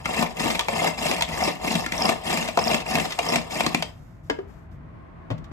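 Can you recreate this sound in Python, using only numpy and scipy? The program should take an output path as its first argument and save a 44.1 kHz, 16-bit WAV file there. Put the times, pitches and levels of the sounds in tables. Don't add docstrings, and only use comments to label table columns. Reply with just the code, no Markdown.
import sys
import numpy as np
from scipy import signal
from scipy.fft import rfft, irfft, next_fast_len
from scipy.io import wavfile
from scipy.ndimage import uniform_filter1d

SR = 44100
rng = np.random.default_rng(int(sys.argv[2]) if len(sys.argv) > 2 else 0)


def master_out(mix):
    frames = np.transpose(np.atleast_2d(mix))
    ceiling = np.clip(frames, -1, 1)
    pcm = np.round(ceiling * 32767).astype(np.int16)
    wavfile.write(sys.argv[1], SR, pcm)


N = 243431
TIME = np.arange(N) / SR

# relative levels of thud, hollow body and crack in dB,
# body pitch in Hz, crack pitch in Hz.
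PULLS = [(0.057, 0.169, -1, -20.5, -22.5, -26, 1350, 2185), (0.684, 0.186, 1, -22, -19, -25.5, 650, 2314),
         (1.289, 0.1865, 0.5, -19.5, -40, -35.5, 624, 2616),
         (1.921, 0.1737, 1, -15, -36.5, -24.5, 755, 2099), (2.573, 0.175, -0.5, -16, -12, -26, 692, 1550),
         (3.189, .16, 0, -32, -19, -23, 687, 2648)]
# start in seconds, length in seconds, effort in dB.
REWINDS = [(0.36, 0.2898, 0), (0.97, 0.29, 0.5), (1.612, 0.2803, 0), (2.231, 0.301, 0),
           (2.853, 0.3004, -0.5), (3.493, 0.27, -2.5), (3.707, 0.2226, -16)]
# frequency in Hz, relative level in dB.
TICK = [(500, 4.5), (2000, 12.5), (3500, 11), (8000, -0.5), (13000, -10), (16000, -33)]
PELT_HZ = (598, 873)
SLACK_S = 0.02


def chopper(count=3):
    # time in seconds, relative levels of
    # thud, hollow body and crack in dB, body pitch in Hz, crack pitch in Hz.
    loud_knocks = [(0.09, -22, -25, -46, 760, 1776), (0.191, -10.5, -31, -28.5, 667, 2702),
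                   (0.226, -20, -17.5, -28.5, 702, 2648), (0.458, -11, -51.5, -30, 667, 2175),
                   (0.553, -29.5, -37, -27.5, 632, 2282), (0.593, -35, -23.5, -20.5, 925, 3380),
                   (0.609, -48, -28, -29, 1173, 3244), (0.817, -16.5, -21.5, -36, 626, 2238),
                   (0.844, -23, -19, -28, 733, 2873), (1.066, -20.5, -39.5, -26.5, 640, 2530),
                   (1.113, -32, -24.5, -23.5, 630, 2624), (1.164, -37, -41.5, -30, 635, 2282),
                   (1.209, -27, -21.5, -26, 927, 4420), (1.222, -24, -24, -19, 654, 3333),
                   (1.425, -28, -20, -43, 703, 2088), (1.476, -14, -20, -29, 593, 2508),
                   (1.711, -15, -36, -31.5, 726, 2095), (1.753, -11.5, -31, -25, 650, 3283),
                   (1.862, -20, -29, -27, 1370, 1722), (2.055, -17, -22, -35, 740, 2260),
                   (2.091, -14, -16, -22.5, 660, 2497), (2.328, -20, -26, -27, 725, 2691),
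                   (2.373, -16.5, -35, -24.5, 635, 2390), (2.486, -19, -24, -29.5, 650, 2622),
                   (2.589, -16.5, -17, -27.5, 710, 2590), (2.672, -36, -22.5, -28.5, 650, 2347),
                   (2.713, -14, -20.5, -25, 626, 2570), (2.744, -20.5, -19.5, -21, 646, 2710),
                   (2.954, -12.5, -24, -20.5, 705, 2478), (2.998, -19, -28.5, -25.5, 624, 2714),
                   (3.322, -16.5, -23.5, -29.5, 714, 2619), (3.358, -12.5, -20, -19.5, 663, 2560),
                   (3.606, -22.5, -20.5, -22, 694, 2450), (3.664, -10.5, -21.5, -22, 1110, 4260),
                   (3.746, -9.5, -22, -19, 740, 2400), (3.824, -30, -24, -25, 613, 3154)]
    # time in seconds, relative level in dB, pitch in Hz.
    shaft_clinks = [(1.4381, -13.5, 5350), (1.8088, -25, 5370), (1.9789, -18, 5700), (2.0208, -11, 5130),
                    (2.0552, -12, 5133), (2.5925, -17.5, 5180), (2.6394, -16.5, 5430), (2.6793, -13, 5060),
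                    (3.2884, -13.5, 5300), (3.3593, -19, 5400), (3.824, -20.5, 4920)]
    load = strokes(pull_db=-30.5, pull_power=2.5, rewind_db=-32.5, rewind_power=2)
    blade_work = strokes(pull_db=-27.5, pull_power=1.36, rewind_db=-30.5, rewind_power=0.97)
    chopping = np.hypot(tumbling(blade_work), settling())
    running = strokes(pull_db=-36.5, pull_power=1.71, rewind_db=-37.5, rewind_power=1.4)
    cord = np.hypot(running, creeping()) + amp(-13.5) * settling()
    sweep = blade_sweep(chopping)
    pull_knocks = [(start, *knock) for start, rise_s, db, *knock in PULLS]
    hits = pull_knocks + loud_knocks + rattles()
    total = 0
    for spot in range(count):
        blows_here = knocks(hits[spot::count]) + clinks(shaft_clinks[spot::count])
        total = total + kitchen(whir(sweep, load, chopping, cord) + blows_here)
    return total


def whir(sweep, load, chopping, cord):
    # frequency in Hz, relative level in dB.
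    thrum_colour = [(40, -31), (110, -18.5), (165, -1.5), (235, -1), (320, -6), (450, -12), (600, -46.5),
                    (1500, -58.5)]
    chop_colour = [(150, -29), (430, -2.5), (520, -2.5), (640, -0.5), (780, -7.5), (1150, 1), (1500, -15),
                   (2400, -22), (9000, -45.5)]
    crunch_colour = [(500, -30), (1550, -8.5), (2100, 6), (2800, 3.5), (3700, -4), (5000, -5), (14000, -39)]
    rasp_colour = [(300, -10), (1000, 3), (2700, 7.5), (3800, 4.5), (5300, -2.5), (8300, 5), (10000, 0),
                   (14000, -8), (15500, -41)]
    cord_ring_db = -36
    pelts = pings(per_s=200, spread_db=3.0, low_hz=PELT_HZ[0], high_hz=PELT_HZ[1], t60=0.042, ring_db=-36)
    snaps = pings(per_s=110, spread_db=3.5, low_hz=1100, high_hz=4200, t60=0.024, ring_db=-16)
    scrapes = pings(per_s=430, spread_db=2.5, low_hz=1800, high_hz=13500, t60=0.017, ring_db=-12)
    thrum = colour(tub(grains(700, 2.6) * amp(5.5 * sweep)), thrum_colour)
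    chop = colour(tub(pelts * amp(2.8 * sweep)), chop_colour)
    crunch = colour(tub(snaps, cord_ring_db) * amp(4.9 * sweep), crunch_colour)
    rasp = colour(tub(scrapes, cord_ring_db) * amp(1.82 * sweep), rasp_colour)
    crisp = np.sqrt(chopping * cord)
    return (amp(-5.5) * load * unit_rms(thrum)
            + amp(-7.5) * chopping * unit_rms(chop)
            + amp(-7.5) * crisp * unit_rms(crunch)
            + amp(-2.0) * cord * unit_rms(rasp))


def blade_sweep(chopping, top_hz=29, wander=0.1202):
    effort = uniform_filter1d(chopping, SR // 10).clip(0)
    unevenness = unit_rms(uniform_filter1d(rng.standard_normal(N), SR // 20))
    turns_per_s = top_hz * (effort / effort.max()) ** .25 * (1 + wander * unevenness)
    return np.cos(2 * np.pi * np.cumsum(turns_per_s) / SR)


def strokes(pull_db, pull_power, rewind_db, rewind_power):
    out = np.zeros(N)
    for start, rise_s, db, *knock in PULLS:
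        add(out, start - SLACK_S, amp(pull_db + db) * pull_speed(rise_s) ** pull_power)
    for start, length, db in REWINDS:
        add(out, start, amp(rewind_db + db) * arch(length, skew=0.62) ** rewind_power)
    return out


def pull_speed(rise_s, jerk_share=0.44, run_down_s=0.0543):
    t = np.arange(SR // 2) / SR - SLACK_S
    driven = np.interp(t, [-SLACK_S, 0, rise_s], [0, jerk_share, 1])
    return driven * np.exp(-np.maximum(t - rise_s, 0) / run_down_s)


def arch(length, skew):
    return np.sin(np.pi * np.linspace(0, 1, round(length * SR), endpoint=False) ** skew)


def tumbling(gain, slosh_db=-12.5, slosh_s=0.055):
    keep = np.exp(-1 / (slosh_s * SR))
    return np.hypot(gain, amp(slosh_db) * signal.lfilter([1 - keep], [1, -keep], gain))


def settling(settle_db=-45.5, fade_s=0.057):
    start, length, db = REWINDS[-1]
    return amp(settle_db) * np.exp(-np.maximum(TIME - start - length / 2, 0) / fade_s)


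def creeping(creep_db=-55, ease_s=0.025):
    slack = np.zeros(N)
    for (start, length, db), next_pull in zip(REWINDS, PULLS[1:]):
        slack += (TIME > start + length / 2) * (TIME < next_pull[0])
    return amp(creep_db) * uniform_filter1d(slack, round(ease_s * SR))


def knocks(rows, body_t60=0.037, crack_t60=0.0061):
    # frequency in Hz, relative level in dB.
    thud_colour = [(40, -25.5), (110, -0.5), (180, 9), (300, 4.5), (500, -19), (1200, -53.5)]
    hollow_colour = [(150, -31), (450, -6.5), (680, -4), (1000, -2.5), (1350, -8.5), (1800, -39.5),
                     (5000, -41)]
    crack_colour = [(500, -25.5), (1400, 1), (2200, 9), (3200, 4), (4200, 3), (5500, -0.5), (8000, -1.5),
                    (12000, -7), (16000, -55)]
    out = np.zeros(N)
    for s, thud_db, body_db, crack_db, body_hz, crack_hz in rows:
        force = contact(chatter_s=.001, chatter_db=8.5)
        thud = colour(tub(force), thud_colour)
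        body = colour(ringing(force, [(body_hz, 0, body_t60)], ring_db=-25.5), hollow_colour)
        crack = colour(ringing(force, [(crack_hz, 0, crack_t60)], ring_db=-18.5), crack_colour)
        blow = amp(thud_db + 11.5) * unit_energy(thud)
        blow += amp(body_db + 20.0) * unit_energy(body)
        blow += amp(crack_db + 23.0) * unit_energy(crack)
        add(out, s, blow)
    return out


def rattles(count=80, per_s=15):
    when, chance = rng.random((2, count))
    first, last = PULLS[0][0], REWINDS[-1][0]
    times = first + (last - first) * (np.arange(count) + when) / count
    vigour = np.interp(times, TIME, strokes(pull_db=0, pull_power=0.7, rewind_db=0, rewind_power=1.0))
    sizes_db = np.array([-24.5, -34, -38]) + 0.5 * rng.standard_normal((count, 3))
    sizes_db += 20 * np.log10(vigour + 1e-9)[:, None]
    struck = chance < vigour * per_s * (last - first) / count
    body_hz, crack_hz = rng.uniform(*PELT_HZ, count), rng.uniform(2050, 3540, count)
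    return list(np.column_stack([times, sizes_db, body_hz, crack_hz])[struck])


def clinks(rows, chatter_s=0.00036, width_hz=600, size=1500):
    out, t = np.zeros(N), np.arange(size) / SR
    note = t * np.exp(-np.pi * width_hz * t)
    for s, db, hz in rows:
        force = contact(chatter_s, chatter_db=11.0)
        chirp = signal.fftconvolve(force, note * np.sin(2 * np.pi * hz * t))
        add(out, s, amp(db + 10.5) * unit_energy(chirp))
    return out


def tub(x, ring_db=-30.0):
    # frequency in Hz, relative level in dB, t60 in seconds.
    tub_modes = [(169.1, -18, 0.2), (225.3, -22.5, 0.12), (456, -17, 0.079), (652, -17, 0.032),
                 (753.4, -9, 0.075), (913, -14, 0.086), (1786, 0.5, 0.04), (2101, -8.5, 0.088),
                 (2707, -2, 0.022), (5053, 15.5, 0.01)]
    return ringing(x, tub_modes, ring_db)


def ticks():
    # time in seconds, relative level in dB.
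    tick_rows = [(0.394, -20.5), (0.436, -25.5), (0.501, -18), (2.305, -20), (2.4247, -22), (2.4756, -22.5),
                 (2.801, -25.5), (3.05, -24), (3.105, -23.5), (3.12, -20.5), (4.7144, -59), (5.3785, -46),
                 (5.441, -44)]
    out = np.zeros(N)
    for s, db in tick_rows:
        click = colour(contact(chatter_s=0.0026, chatter_db=25.5), TICK)
        add(out, s, amp(db + 15.0) * unit_energy(click))
    return out


def handle_on_lid():
    # time in seconds, level in dB, brightness in dB per octave.
    taps = [(4.299, 3, 1.5), (4.308, -5, 0), (4.389, -10, -2.5)]
    # frequency in Hz, relative level in dB.
    tap_colour = [(100, -20), (300, 16), (900, 10), (1700, 5.5), (3000, 0.5), (4200, -6.5), (7000, -12.5),
                  (14000, -31)]
    # frequency in Hz, relative level in dB, t60 in seconds.
    handle_modes = [(458, 1, 0.085), (690, 6.5, 0.03), (955, 0, 0.059), (1185, -3, 0.06), (1640, 11, 0.05),
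                    (2085, 2, 0.04), (2970, 10, 0.028), (4960, 8, 0.035)]
    return blows(taps, tap_colour, handle_modes, ring_db=-39.5, chatter_s=0.0012)


def tub_on_counter():
    # time in seconds, level in dB, brightness in dB per octave.
    bumps = [(5.304, -4.5, 2.5), (5.315, -5, 1), (5.515, -12, 0.5)]
    # frequency in Hz, relative level in dB.
    bump_colour = [(40, -25), (130, -6), (260, -6.5), (380, -19.5), (750, -19), (1500, -30.5),
                   (3000, -36.5), (14000, -72.5)]
    # frequency in Hz, relative level in dB, t60 in seconds.
    counter_modes = [(502, -7, 0.05), (670, 4, 0.05), (920, -1, 0.05)]
    return blows(bumps, bump_colour, counter_modes, ring_db=-42.0, chatter_s=0.0045)


def blows(rows, spectrum, modes, ring_db, chatter_s):
    out = np.zeros(N)
    for s, db, tilt_db in rows:
        force = colour(contact(chatter_s, chatter_db=1.5), spectrum, tilt_db)
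        add(out, s, amp(db) * unit_energy(ringing(force, modes, ring_db)))
    return out


def rocking(width_hz=45, size=6000):
    # time in seconds, level in dB, pitch in Hz.
    rocks = [(4.302, -5.5, 290), (4.386, -7.5, 400), (5.310, 1, 112), (5.333, -1, 156)]
    out, t = np.zeros(N), np.arange(size) / SR
    swell = t * np.exp(-np.pi * width_hz * t)
    for s, db, hz in rocks:
        add(out, s, amp(db) * unit_energy(swell * np.sin(2 * np.pi * hz * t)))
    return out


def fingers(skew=0.42):
    # start in seconds, length in seconds, relative level in dB.
    brushes = [(3.878, 0.42, -69.5), (4.232, 0.28, -70), (4.474, 0.22, -70.5), (4.709, .08, -74)]
    touch = np.zeros(N)
    for start, length, db in brushes:
        add(touch, start, amp(db) * arch(length, skew))
    skin = colour(grains(4000, 3.04), TICK, tilt_db=9.5)
    return amp(-1.5) * touch * unit_rms(skin)


def kitchen(x, near_t60=0.028):
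    # frequency in Hz, t60 in seconds.
    room_t60 = [(200, .33), (530, .32), (1400, .27), (3700, .25), (9700, .19)]
    # frequency in Hz, level in dB.
    room_send = [(60, -8.5), (250, -3.5), (1000, -7.5), (5000, -6.5), (8000, -6.5), (10000, -39)]
    near_send = [(100, -21.5), (350, 5), (1000, 2), (3000, 2.5), (7500, 2), (9500, -4), (14000, 2)]
    # frequency in Hz, left minus right in dB.
    balance = [(60, 14), (160, 0), (230, 8), (400, 2), (700, 4), (1300, 4), (2400, 1.5), (3800, 3.5),
               (5000, -3), (6200, 1.5), (8200, 3.5), (11000, -2)]
    # frequency in Hz, extra phase lag in radians.
    shade = [(60, 0.37), (250, 0.063), (480, 1.85), (800, 0), (1300, 0.2), (2000, 0)]
    port_lag_s = 0.0001579
    size = 2 * next_fast_len(N // 2 + SR // 4, real=True)
    hz, source, ports = np.fft.rfftfreq(size, 1 / SR), rfft(x, size), []
    lead = 2 * np.pi * hz * port_lag_s + read(shade, hz)
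    near_gain = np.hypot(1, amp(read(near_send, hz)))
    for side in (1, -1):
        near = reflections(.0004, [(100, near_t60), (10000, near_t60)], near_send)
        far = reflections(.009, room_t60, room_send)
        direct = np.exp(1j * side * lead / 2)
        early = near_gain * evened(direct + rfft(near, size), 110)
        side_gain = amp(side * read(balance, hz) / 2)
        ports.append(irfft(source * (early + rfft(far, size)) * side_gain, size)[:N])
    return np.array(ports)


def reflections(start_s, t60, send, size=20000):
    taps = rng.choice([-1., 1.], size) * (rng.random(size) < 5000 / SR)
    hz, t, z = signal.stft(taps, SR, nperseg=128)
    band_t60 = np.maximum(read(t60, hz), 1 / SR)[:, None]
    tail = signal.istft(z * np.exp(-np.log(1000) * t / band_t60), SR, nperseg=128)[1]
    return np.pad(colour(unit_energy(tail), send), (round(start_s * SR), 0))[:size]


def ambience(rumble_db=-45.0, hiss_db=-54, left_db=1.0):
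    # time in seconds, relative level in dB.
    hiss_swell = [(4.1, 2.5), (4.6, 5), (5.0, 6), (5.5, 8.5)]
    rumble = amp(rumble_db) * drone(tilt_db=-5.0)
    hiss = amp(hiss_db) * np.array([drone(tilt_db=4.5) for port in range(2)])
    return amp([[left_db], [-left_db]]) * (rumble + hiss * level(hiss_swell))


def drone(tilt_db, waver_db=1.5):
    # frequency in Hz, relative level in dB per Hz.
    background = [(25, -25), (52, -4.5), (120, -8.5), (318, -16.5), (420, -25.5), (1090, -32.5),
                  (1400, -37.5), (2000, -43.5), (3200, -61), (5570, -77), (12400, -93)]
    # frequency in Hz, relative level in dB, t60 in seconds.
    background_modes = [(159, 1, 0.28), (221, -8.5, .25), (654, 11, .1)]
    waver = unit_rms(uniform_filter1d(rng.standard_normal(N), SR // 6))
    noise = ringing(rng.standard_normal(N), background_modes, ring_db=-57)
    return amp(waver_db * waver) * unit_rms(colour(noise, background, tilt_db))


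def faint_tone(width_hz=75):
    # time in seconds, pitch in Hz, level in dB.
    tone = [(4.6, 1000, -75.5), (4.9, 1070, -61), (5.25, 1074, -57), (5.45, 1150, -59)]
    s, hz, db = np.transpose(tone)
    keep = np.exp(-np.pi * width_hz / SR)
    noise = rng.standard_normal((2, N)) + 1j * rng.standard_normal((2, N))
    flutter = signal.sosfilt([[1 - keep, 0, 0, 1, -keep, 0]] * 2, noise)
    turn = np.exp(2j * np.pi * np.cumsum(np.interp(TIME, s, hz)) / SR)
    return amp(np.interp(TIME, s, db)) * unit_rms((flutter * turn).real)


def contact(chatter_s, chatter_db, size=8000):
    t = np.arange(size) / SR
    chatter = rng.standard_normal(size) * t * np.exp(-t / chatter_s)
    force = amp(chatter_db) * unit_energy(chatter)
    force[0] += 1
    return irfft(evened(rfft(force), 400))


def grains(per_s, spread_db):
    chance, size = rng.random((2, N))
    hit = np.flatnonzero(chance < per_s / SR)
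    out = np.zeros(N)
    size_db = spread_db * np.minimum(-np.log(size[hit]), 3)
    out[hit] = amp(size_db) * rng.choice([-1, 1], N)[hit]
    return unit_rms(out)


def pings(per_s, spread_db, low_hz, high_hz, t60, ring_db):
    clicks, hz = grains(per_s, spread_db), rng.uniform(low_hz, high_hz, N)
    t = np.arange(0, t60, 1 / SR)
    fade, out = amp(ring_db) * np.exp(-np.log(1000) * t / t60), clicks.copy()
    for i in np.flatnonzero(clicks):
        add(out, i / SR, clicks[i] * fade * np.cos(2 * np.pi * hz[i] * t))
    return out


def ringing(x, modes, ring_db, size=8000):
    t = np.arange(size) / SR
    response = np.zeros(size)
    for hz, db, t60 in modes:
        response += amp(db + ring_db) * np.exp(-np.log(1000) * t / t60) * np.cos(2 * np.pi * hz * t)
    response[0] += 1
    return signal.oaconvolve(x, response)[:len(x)]


def colour(x, points, tilt_db=0, size=4096):
    hz = abs(np.fft.fftfreq(size, 1 / SR))
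    octaves = np.log2(np.maximum(hz, 100) / 1000)
    log_gain = np.log(amp(read(points, hz) + tilt_db * octaves))
    taps = np.fft.ifft(np.exp(np.conj(signal.hilbert(log_gain)))).real[:size // 2]
    return signal.oaconvolve(x, taps)[:len(x)]


def evened(spectrum, width_hz):
    width = int(2 * len(spectrum) * width_hz / SR) + 1
    log_gain = -np.log(uniform_filter1d(abs(spectrum) ** 2, width) + 1e-9) / 2
    both_sides = np.r_[log_gain, log_gain[-2:0:-1]]
    return spectrum * np.exp(np.conj(signal.hilbert(both_sides)))[:len(spectrum)]


def amp(db):
    return 10 ** (np.asarray(db) / 20)


def unit_rms(x):
    return x / np.sqrt(np.mean(x ** 2) + 1e-20)


def unit_energy(x):
    return x / np.sqrt(np.sum(x ** 2, axis=-1, keepdims=True) + 1e-20)


def read(points, hz):
    f, value = np.transpose(points)
    return np.interp(np.log(hz + 1), np.log(f + 1), value)


def level(table):
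    return amp(np.interp(TIME, *np.transpose(table)))


def add(mix, s, sound):
    part = mix[max(round(s * SR), 0):][:len(sound)]
    part += sound[:len(part)]


def scene():
    handling = ticks() + handle_on_lid() + tub_on_counter() + rocking() + fingers()
    return chopper() + kitchen(handling) + ambience() + faint_tone()


def record(dry):
    taps = signal.firwin(511, 16000, window=("kaiser", 9), fs=SR)
    return signal.oaconvolve(dry, taps[None], "same")


dry = scene()
out = record(dry)
master_out(out)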